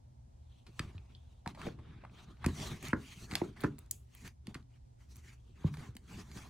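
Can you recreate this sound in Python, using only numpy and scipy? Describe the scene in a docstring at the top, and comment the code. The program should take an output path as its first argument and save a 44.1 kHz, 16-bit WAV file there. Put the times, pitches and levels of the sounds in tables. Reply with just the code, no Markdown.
"""A quiet room rumbles, hums and hushes; then hands with long nails tip a stiff card box in a clear
plastic sleeve, lay it on a carpet and lift it again, close by and in stereo.
The box knocks hollow as decaying panel tones with a thump; nails and sleeve tick as band-split noise bursts.
Fingers slide over the plastic as grainy noise coloured by sleeve and box; a sparse echo tail adds the room."""
import sys
import numpy as np
from scipy import signal
from scipy.fft import rfft, irfft, next_fast_len
from scipy.io import wavfile
from scipy.ndimage import uniform_filter1d

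SR = 44100
rng = np.random.default_rng(int(sys.argv[2]) if len(sys.argv) > 2 else 0)


def generate_wav(sig):
    """Save sig (samples, or channels by samples) to the path in sys.argv[1] as 16-bit PCM at SR."""
    pcm = np.round(np.clip(np.atleast_2d(sig).T, -1, 1) * 32767).astype(np.int16)
    wavfile.write(sys.argv[1], SR, pcm)


N = 286473  # samples in the scene

# pitch and height of the sleeve's ring while it settles or the hands rest on it
SETTLE_RING_HZ, SETTLE_RING_DB = 1790, -9.5


def gain_of(db):
    """Decibels to gain."""
    return 10 ** (np.asarray(db) / 20)


def evened(x):
    """Scales to rms 1."""
    return x / np.sqrt(np.mean(x ** 2) + 1e-20)


def wander(noise, samples):
    """Smooths noise twice over a window into a slow random drift of rms 1."""
    return evened(uniform_filter1d(uniform_filter1d(noise, samples), samples))


def read(points, hz):
    """Reads a table on a log-frequency axis."""
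    f, value = np.transpose(points)
    return np.interp(np.log(hz + 1), np.log(f + 1), value)


def add(mix, s, sound):
    """Mixes a sound in at s seconds."""
    part = mix[..., round(s * SR):][..., :sound.shape[-1]]
    part += sound[..., :part.shape[-1]]


def shaped(x, response):
    """Filters x by a function of frequency."""
    size = next_fast_len(x.shape[-1])
    hz = np.fft.rfftfreq(size, 1 / SR)
    return irfft(rfft(x, size) * response(hz), size)[..., :x.shape[-1]]


def band(hz, centre_hz, octaves):
    """Gain of a flat-topped band, halved at the given octaves to either side of its centre."""
    return 1 / (1 + (np.log2((hz + 1) / centre_hz) / octaves) ** 6)


def paired(left, other):
    """Makes two channels whose likeness depends on frequency: the right is part left, part other."""
    # how alike left and right are: (f/Hz, likeness 0 to 1)
    likeness = [(60, 1), (130, 0.99), (290, 0.98), (640, 0.35), (1410, 0.94), (3100, 0.45), (6820, 1),
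                (15000, 0.11)]
    same = lambda hz: np.clip(read(likeness, hz), -1, 1)
    different = lambda hz: np.sqrt(1 - same(hz) ** 2)
    return np.array([left, shaped(left, same) + shaped(other, different)])


def hush():
    """Soft low band of noise, independent in the two channels, that rises slightly, then sinks and stays low."""
    # the hush in the room: (t/s, level/dB)
    hush_levels = [(0, -80), (1.4, -78.5), (3.9, -85.5), (4.9, -85), (6.49, -85.5)]
    noise = evened(shaped(rng.standard_normal((2, N)), lambda hz: band(hz, 686, 0.56)))
    return noise * gain_of(np.interp(np.arange(N) / SR, *np.transpose(hush_levels)))


def air():
    """Rumble and hiss of the room, shaped noise that swells a little, with a steady mains hum."""
    # spectrum of the room air: (f/Hz, relative level/dB per Hz)
    air_colour = [(12, -42.5), (20, -27.5), (40, -13), (63, -1.5), (77, -1), (86, -10), (128, -9.5),
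                  (185, -34.5), (238, -23), (333, -39.5), (619, -47), (1090, -51), (5260, -53), (8970, -57),
                  (16700, -76)]
    # width of the room air: (f/Hz, side over mid/dB)
    air_width = [(60, -23), (110, -14), (200, -7), (380, 8), (700, 16.5), (1290, 6), (2380, -5.5),
                 (4400, 0.5), (8120, 4), (15000, -12)]
    air_db, hum_db, hum_hz = -57.5, -66, 120  # rms levels and hum pitch
    mid, side, drift = rng.standard_normal((3, N))
    mid = shaped(mid, lambda hz: gain_of(read(air_colour, hz)))
    side = shaped(side, lambda hz: gain_of(read(air_colour, hz) + read(air_width, hz)))
    swell = gain_of(0.57 * wander(drift, 9000))
    scale = gain_of(air_db) / np.sqrt(np.mean(mid ** 2))
    hum = np.sqrt(2) * gain_of(hum_db) * np.sin(2 * np.pi * hum_hz * np.arange(N) / SR)
    return scale * swell * np.array([mid + side, mid - side]) + hum


def room(x):
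    """Echoes x from sparse taps of random sign, one in every 20 samples, each band dying at its own speed."""
    # decay of the room: (f/Hz, t60/s)
    room_decay = [(200, 0.3), (1000, 0.19), (4000, 0.11), (12000, 0.28)]
    taps = np.zeros((2, SR // 2))
    at = np.arange(200, SR // 2 - 20, 20) + rng.integers(0, 20, (2, (SR // 2 - 201) // 20))
    np.put_along_axis(taps, at, rng.choice([-1., 1.], at.shape), 1)
    hz, t, bins = signal.stft(taps, SR, nperseg=256)
    decay = gain_of(-60 * t / read(room_decay, hz)[:, None])
    tail = signal.istft(bins * decay, SR, nperseg=256)[1]
    tail = tail / np.linalg.norm(tail[0])
    return paired(*signal.fftconvolve(x[None], tail, axes=1)[:, :N])


def contact(t):
    """Sums all touches at times t into powers of rub, treble and box, and pitch and height of the sleeve's ring."""
    # fingers and carpet sliding on the sleeve: (top reached t/s, rise/s, hold/s, fall/s, nominal rub level/dB,
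    # treble share/dB, share carried by the box/dB, sleeve ring f/Hz, ring height/dB)
    slides = [(.53, 0.19, 0.053, 0.15, -74, -9.5, -10, 3480, 15),
              (.785, 0.13, 0.0036, 0.023, -62.5, -2, -3, 2630, 1),
              (.95, 0.11, 0.11, 0.28, -73.5, -16, -3, 2080, 6),
              (1.17, 0.47, 0.22, 0.082, -75.5, -8, 5, 3660, 4),
              (1.6, 0.052, 0.066, 0.068, -49.5, -12, 7, 1670, -14),
              (1.87, 0.15, .1, 0.16, -62, -27, 11.5, 1800, 5.5),
              (2.07, 0.14, 0.0083, 0.073, -68.5, -23, 14.5, 1850, -9),
              (2.17, 0.077, 0.075, 0.023, -58.5, -10.5, 3, 2140, -15),
              (2.29, 0.11, 0.017, 0.076, -63, -15.5, 9, 1280, -7),
              (2.43, 0.072, 0.014, 0.049, -56, -27, 10, 1780, 6),
              (2.6, 0.14, 0.076, 0.13, -47, -3, 3, 2500, -2),
              (2.68, 0.04, 0.039, 0.18, -54, -14, 13, 2130, 5),
              (2.83, 0.047, 0.072, 0.043, -48.5, -5, 5, 2270, 8),
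              (3.05, 0.12, 0.074, .15, -56, -4.5, -9, 2520, 13),
              (3.2, 0.29, 0.058, .06, -61.5, 3, 7.5, 2400, 3),
              (3.31, 0.066, 0.024, 0.13, -52, -5.5, 9.5, 1720, 15),
              (3.37, .04, 0.035, 0.043, -48, -7, 0, 2440, 2),
              (3.57, 0.016, 0.092, 0.054, -53, -13, 5, 1880, 6.5),
              (3.79, 0.077, 0.0062, 0.15, -66, -13, 8, 2050, -18),
              (3.925, 0.022, 0.031, 0.11, -71, -5, 8.5, 2820, 7),
              (4.16, 0.085, 0.081, .06, -62.5, -1.1, 0.5, 2370, 16),
              (4.25, 0.076, 0.025, 0.038, -58.5, -3.5, 5, 2040, 13),
              (4.73, 0.066, 0.044, 0.035, -75, -7, -4, 2210, 2),
              (5.01, 0.035, 0.013, 0.13, -73.5, -0.5, -7.5, 2310, 8),
              (5.11, 0.034, 0.012, 0.057, -73, 8, 15, 2170, 8),
              (5.165, 0.095, 0.022, .04, -69, 0, 11, 2170, 4),
              (5.25, .1, 0.084, .05, -61, -4.5, 4, 2090, 14),
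              (5.4, .1, 0.22, .12, -77, -6.5, 15.5, 3330, 3),
              (5.59, 0.096, 0.055, 0.036, -65.5, -12, 5, 1880, 7),
              (5.745, 0.09, 0.0058, 0.045, -63, -0.5, 7, 1830, 0),
              (5.79, 0.07, 0.083, 0.049, -58, -6.5, 8, 1910, 1),
              (5.93, 0.046, .01, 0.1, -73, -20, 11, 1760, 0),
              (6.12, 0.081, 0.1, 0.088, -55.5, -4.5, 8.5, 1930, 1),
              (6.37, 0.11, 0.018, 0.042, -49, -3, 4, 1890, 6),
              (6.41, .05, 0.064, 0.077, -57.5, -4, 3.5, 2020, 3)]
    # the sleeve settling after a blow: (peak t/s, fall/s, nominal rub level/dB, share carried by the box/dB)
    settlings = [(.69, 0.036, -66, 14), (0.819, 0.23, -56.5, 11), (1.491, 0.047, -54, 10),
                 (1.689, 0.086, -66.5, 27), (1.8, 0.061, -76, 23), (2.488, 0.068, -45, 11),
                 (2.97, 0.082, -59.5, 19.5), (3.44, 0.14, -56, 14.5), (3.68, 0.17, -65, 15),
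                 (4.489, 0.062, -60, 11), (4.565, 0.09, -61.5, 12.5), (5.668, 0.063, -50.5, -22)]
    settle_rise_s, settle_treble_db = 0.035, -11
    rest_db, rest_treble_db, rest_box_db = -95.5, -10, 25  # hands resting on the sleeve
    depth_db, roundness = 20, 0.97  # down by this after the rise or fall time; 1 = pointed, 2 = round

    touches = slides + [(s, settle_rise_s, 0, fall, db, settle_treble_db, box_db, SETTLE_RING_HZ, SETTLE_RING_DB)
                        for s, fall, db, box_db in settlings]
    s, rise, hold, fall, db, treble_db, box_db, ring_hz, ring_db = np.transpose(touches)[:, :, None]
    before, after = (s - t) / rise, (t - s - hold) / fall
    away = np.maximum(np.maximum(before, after), 0)
    power = gain_of(db - depth_db * away ** roundness) ** 2
    rest = gain_of(rest_db) ** 2

    rub = power.sum(0) + rest
    treble = (power * gain_of(treble_db) ** 2).sum(0) + rest * gain_of(rest_treble_db) ** 2
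    box = (power * gain_of(box_db) ** 2).sum(0) + rest * gain_of(rest_box_db) ** 2
    # the stronger touch has more say in the ring
    mean_ring_hz = ((power * ring_hz).sum(0) + rest * SETTLE_RING_HZ) / rub
    mean_ring_db = ((power * ring_db).sum(0) + rest * SETTLE_RING_DB) / rub
    return rub, treble, box, mean_ring_hz, mean_ring_db


def rubbing():
    """Skin and fibres slip in dense, clumped grains; the free part of the sleeve rings with a moving pitch."""
    # slow rub of the sleeve: (f/Hz, relative level/dB per Hz)
    sleeve_colour = [(290, -33.5), (500, -23.5), (581, -2), (1160, -0.5), (1730, -10), (2000, -10.5),
                     (2810, -9.5), (3230, -7), (3790, -8.5), (5500, -23), (7150, -40.5), (12100, -120)]
    # fast rub, the treble: (f/Hz, relative level/dB per Hz)
    sizzle_colour = [(2350, -45.5), (4000, -3.5), (4450, -0.5), (5230, -7.5), (5830, 0.5), (13000, -14),
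                     (14700, -15), (15700, -15.5), (16700, -60.5)]
    # box carrying the rub: (f/Hz, relative level/dB per Hz)
    boom_colour = [(35, -36.5), (60, -4), (113, -6), (150, -5), (183, -4), (270, -20.5), (385, -9.5),
                   (600, -49.5), (780, -42), (1320, -120)]

    clumps = wander(rng.standard_normal(N), 250)
    catches = wander(rng.standard_normal(N), 900)  # the fingers catch and let go
    grain_sizes = np.minimum(rng.exponential(1, N), 6)
    grains = gain_of(2 * catches + 0.86 * grain_sizes + 0.49 * clumps)
    hz, t, slips = signal.stft(paired(*rng.standard_normal((2, N)) * grains), SR, nperseg=512, noverlap=384)

    *powers, ring_hz, ring_db = contact(t)
    ring = 1 + gain_of(ring_db) / (1 + (np.log2((hz[:, None] + 1) / ring_hz) / 0.4) ** 4)
    sleeve = gain_of(read(sleeve_colour, hz))[:, None] * ring
    sizzle = gain_of(read(sizzle_colour, hz))[:, None]
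    boom = gain_of(read(boom_colour, hz))[:, None]
    colour = np.sqrt(sum(body ** 2 / (body ** 2).mean(0) * power
                         for body, power in zip((sleeve, sizzle, boom), powers)))

    # the contact wanders, so patches of the spectrum come and go
    patches = uniform_filter1d(rng.standard_normal(slips.shape[1:]), 5, 0)
    patches = evened(uniform_filter1d(patches, 14, 1))
    colour = colour * gain_of(2.95 * patches - 3.5)
    rub = signal.istft(slips * colour, SR, nperseg=512, noverlap=384)[1][:, :N]
    return rub / np.sqrt(np.mean(grains ** 2))


def ticks():
    """A burst of tiny snaps: the card gives a woody note and a bite, the sleeve a crack, the nail edge a spit."""
    # nails tapping the card: (t/s, note level/dB, woody note f/Hz, edge share/dB, t60/s,
    # pan/dB: half of it is the lead of left over right)
    nail_taps = [(.666, -58.5, 1030, 3, 0.071, 5), (.794, -32.5, 1290, 0.5, .02, 1.5),
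                 (1.461, -32, 970, -20.5, 0.025, 1.5), (1.476, -36, 780, -3.5, 0.011, -6),
                 (1.548, -50, 744, -8, 0.075, -1.5), (1.666, -37, 634, -16, 0.071, -4),
                 (1.575, -45, 690, -34, 0.025, 0.6), (1.686, -45.5, 1160, -21, 0.023, 0.6),
                 (1.788, -53.5, 840, -18, 0.071, 1), (2.038, -46, 770, -27, .04, 0),
                 (2.05, -43.5, 1000, -19.5, 0.013, -1), (2.443, -32.5, 1100, -12, 0.046, -0.5),
                 (2.932, -20, 1256, -30, 0.018, -5.5), (3.318, -42, 996, -2, 0.022, -7),
                 (3.416, -32, 726, -34, 0.023, -17.5), (3.565, -59, 799, -11, 0.027, -12.5),
                 (3.636, -35.5, 1167, -13, 0.056, -11.5), (3.645, -26, 1130, -30, 0.035, -9.5),
                 (4.544, -52.5, 1510, 7.5, .037, 0), (4.551, -42.5, 1330, -11.5, 0.024, -5),
                 (5.643, -44.5, 776, -33, 0.0077, -4), (5.74, -49, 1320, -3, 0.041, -.6),
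                 (5.77, -49.5, 696, -4, 0.031, -3), (6.315, -57, 914, 5, 0.026, -4),
                 (6.373, -49, 1030, -2.5, 0.045, -1.5)]
    # the sleeve cracking under a nail: (t/s, bite level/dB, crack level/dB, spit level/dB, spit f/Hz, pan/dB as above)
    sleeve_cracks = [(0.98, -53, -52, -87, 6110, .6), (1.15, -84, -46, -92, 7350, 1),
                     (1.616, -38.5, -71, -46, 6110, -2.5), (2.097, -59, -72, -89, 8100, -2),
                     (2.37, -62, -67, -74, 7000, 0.6), (2.462, -32, -45, -28, 7300, 6),
                     (2.6, -45, -47, -44, 7000, 0.6), (2.827, -43.5, -61, -40, 8400, -1.5),
                     (2.852, -43, -44, -43.5, 8670, -2), (2.884, -44, -50, -34, 8700, 0),
                     (3.312, -39, -41, -46, 7700, 10), (3.337, -37, -41, -42, 6900, 3),
                     (3.354, -27, -24, -22.5, 7270, -.6), (3.606, -52, -47, -42.5, 11940, 13),
                     (3.612, -57, -59, -40.5, 11600, -19), (3.619, -51, -82, -45, 11600, -11),
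                     (3.784, -59, -57, -52, 6680, -4), (3.789, -60.5, -64, -36.5, 12000, 0),
                     (3.861, -73.5, -68, -61, 7190, -3), (3.911, -53, -41, -18, 10600, 1.5),
                     (4.15, -56.5, -57, -42, 14300, -1.5), (4.249, -52, -68, -52, 7100, -5),
                     (4.277, -45.5, -48, -43, 8900, -1.5), (4.47, -46.5, -44, -43, 7100, 0.5),
                     (4.627, -80.5, -65, -72.5, 7000, -1.5), (4.759, -72, -76, -88, 7000, -4),
                     (4.774, -72, -76, -90, 7000, -1.5), (5.158, -62, -61, -47, 9000, -1.5),
                     (5.167, -64, -66, -41, 12600, -1.5), (5.952, -63, -69, -54, 7400, 3),
                     (5.967, -47.5, -44, -39, 10700, 1)]
    bite_part, crack_part = 0.43, 1  # how much of a tap's edge share, in dB, its bite and crack follow
    tap_spit_hz = 6800
    crack_note_hz, crack_note_db, crack_t60_s = 930, -8, 0.016  # the note of a crack lies under its bite

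    rows = [(s, hz, db, db + bite_part * edge_db, db + crack_part * edge_db, db + edge_db, tap_spit_hz, t60, pan_db)
            for s, db, hz, edge_db, t60, pan_db in nail_taps]
    rows += [(s, crack_note_hz, bite_db + crack_note_db, bite_db, crack_db, spit_db, hz, crack_t60_s, pan_db)
             for s, bite_db, crack_db, spit_db, hz, pan_db in sleeve_cracks]
    lead_s = 0.004  # silence ahead of each snap
    out, t = np.zeros((2, N)), np.arange(4096) / SR - lead_s
    bursts = rng.standard_normal((len(rows), len(t)))
    for row, burst in zip(rows, bursts):
        s, note_hz, note_db, bite_db, crack_db, spit_db, spit_hz, t60, pan_db = row
        attack = np.clip(t / 0.00018, 0, 1)
        snap = burst * attack * gain_of(-60 * t / t60)
        bands = ((note_hz, 0.55, note_db), (2050, 0.4, bite_db), (3800, 0.38, crack_db), (spit_hz, 0.8, spit_db))
        sound = 0
        for centre_hz, octaves, db in bands:
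            part = shaped(snap, lambda hz: band(hz, centre_hz, octaves))
            sound = sound + gain_of(db) * part / abs(part).max()
        sides = gain_of(np.array([[pan_db], [-pan_db]]) / 4)
        add(out, s - lead_s, sides * sound)
    return out


def knocks():
    """A soft push thumps and rings the panels; each blow starts with its treble, then glides quickly down."""
    # blows on the box: (t/s before the bass delay, peak level/dB before the softening filter, pitch factor of the
    # panels as they are gripped, pitch favoured by the push f/Hz, ring time factor, thump over panels/dB)
    blows = [(0.795, -25.5, 1.38, 120, 0.3, -24), (0.944, -33, 0.66, 93.6, 2, 7),
             (1.463, -28.5, 0.95, 202, 1.15, -38), (1.476, -55, 0.7, 148, 0.82, 20),
             (1.665, -26, 0.94, 168, 1.1, -23), (1.674, -29, 1.1, 414, 0.59, -12),
             (1.788, -38, 1.2, 72.4, 0.33, -9), (2.443, -27, 0.79, 80, 1.5, -11.5),
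             (2.46, -15, 0.85, 240, 0.78, -12), (2.881, -35, 1.01, 138, 0.43, 19.5),
             (2.929, -15.5, 1.35, 249, 0.79, -6.5), (3.323, -27.5, 0.64, 248, 0.68, -12),
             (3.334, -36.5, 1.95, 164, 1.3, -23.5), (3.414, -18.5, 0.98, 350, 1.03, -3.5),
             (3.636, -16.5, 1.1, 326, 0.72, -18), (3.643, -14.5, 0.75, 290, 0.95, -2.5),
             (4.475, -33, 0.89, 218, 0.79, 6.5), (4.552, -34.5, 0.9, 273, 0.57, -12),
             (5.642, -15, 0.96, 147.6, 1.03, 1), (5.776, -36.5, 0.89, 137, 0.47, -8),
             (5.882, -35, 0.75, 112, 0.42, 12), (5.95, -41.5, 1.22, 227, 0.99, 3)]
    # panels and air of the box, before a blow's pitch and ring factors: (f/Hz, level/dB, t60/s)
    panel_modes = [(72, -1.5, 0.16), (103.4, 3.5, 0.18), (168, 0, 0.1), (198, -4, 0.12), (231, -0.5, 0.092),
                   (295, -6, 0.2), (348, -0.5, 0.04), (408, -8.5, 0.15), (875, -6.5, 0.028),
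                   (1070, -11.5, 0.062), (1350, -15, .03)]
    bass_delay = 0.1075  # delay in s at 1 Hz, falling as 1 / sqrt(Hz)

    out, t = np.zeros(N), np.arange(SR // 3) / SR
    hz, db, t60 = np.transpose(panel_modes)[:, :, None]
    spots = 1.5 * rng.standard_normal((len(blows), len(panel_modes), 1))  # dB, each blow drives the modes unevenly
    for (s, peak_db, pitch, push_hz, ring, thump_db), spot_db in zip(blows, spots):
        # the push length favours one pitch
        reach = gain_of(db + spot_db) / (1 + (np.log2(hz / push_hz) / 0.62) ** 2)
        decay = gain_of(-60 * t / (t60 * ring))
        panels = (reach * decay * np.sin(2 * np.pi * hz * pitch * t)).sum(0)
        thump = np.exp(-push_hz * t / 2.1) * np.sin(2 * np.pi * push_hz * t)
        sound = panels / abs(panels).max() + gain_of(thump_db) * thump / abs(thump).max()
        add(out, s - 0.0005, gain_of(peak_db) * sound / abs(sound).max())

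    def soften(f):
        """Delays the bass most, rounds the attack as soft card does, and drops the deep bass of a small box."""
        late = np.exp(-4j * np.pi * bass_delay * np.sqrt(f))
        return late / (1 + (f / 1100) ** 2) / (1 + (60 / (f + 1)) ** 4)

    return shaped(out, soften)


def phase_spread(near):
    """Near hits differ in phase between left and right by an angle that depends on frequency."""
    # width of the near hits: (f/Hz, side over mid/dB)
    near_width = [(60, -37), (110, -35), (200, -28), (380, -7.5), (700, -1), (1290, -22), (2380, -12.5),
                  (4400, 1), (8120, -1), (15000, 5.5)]
    angle = lambda hz: np.arctan(gain_of(read(near_width, hz)))
    left = shaped(near[0], lambda hz: np.exp(-1j * angle(hz)))
    right = shaped(near[1], lambda hz: np.exp(1j * angle(hz)))
    return np.array([left, right])


def scene():
    """Near hits and their room echoes, over the rubbing, the room air and the hush."""
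    box, nails = knocks(), ticks()
    dull_nails = shaped(nails.mean(0), lambda hz: 1 / (1 + (hz / 9000) ** 3))  # carpet eats treble
    wet = gain_of(-10) * room(dull_nails)
    wet = wet + gain_of(-9) * room(box)
    return phase_spread(box + nails) + wet + rubbing() + air() + hush()


def record(dry):
    """The band limit: a steep linear-phase low-pass at 16.7 kHz."""
    low_pass = signal.firwin(511, 16700, window=("kaiser", 9), fs=SR)
    return signal.oaconvolve(dry, low_pass[None], "same")


dry = scene()
out = record(dry)
generate_wav(out)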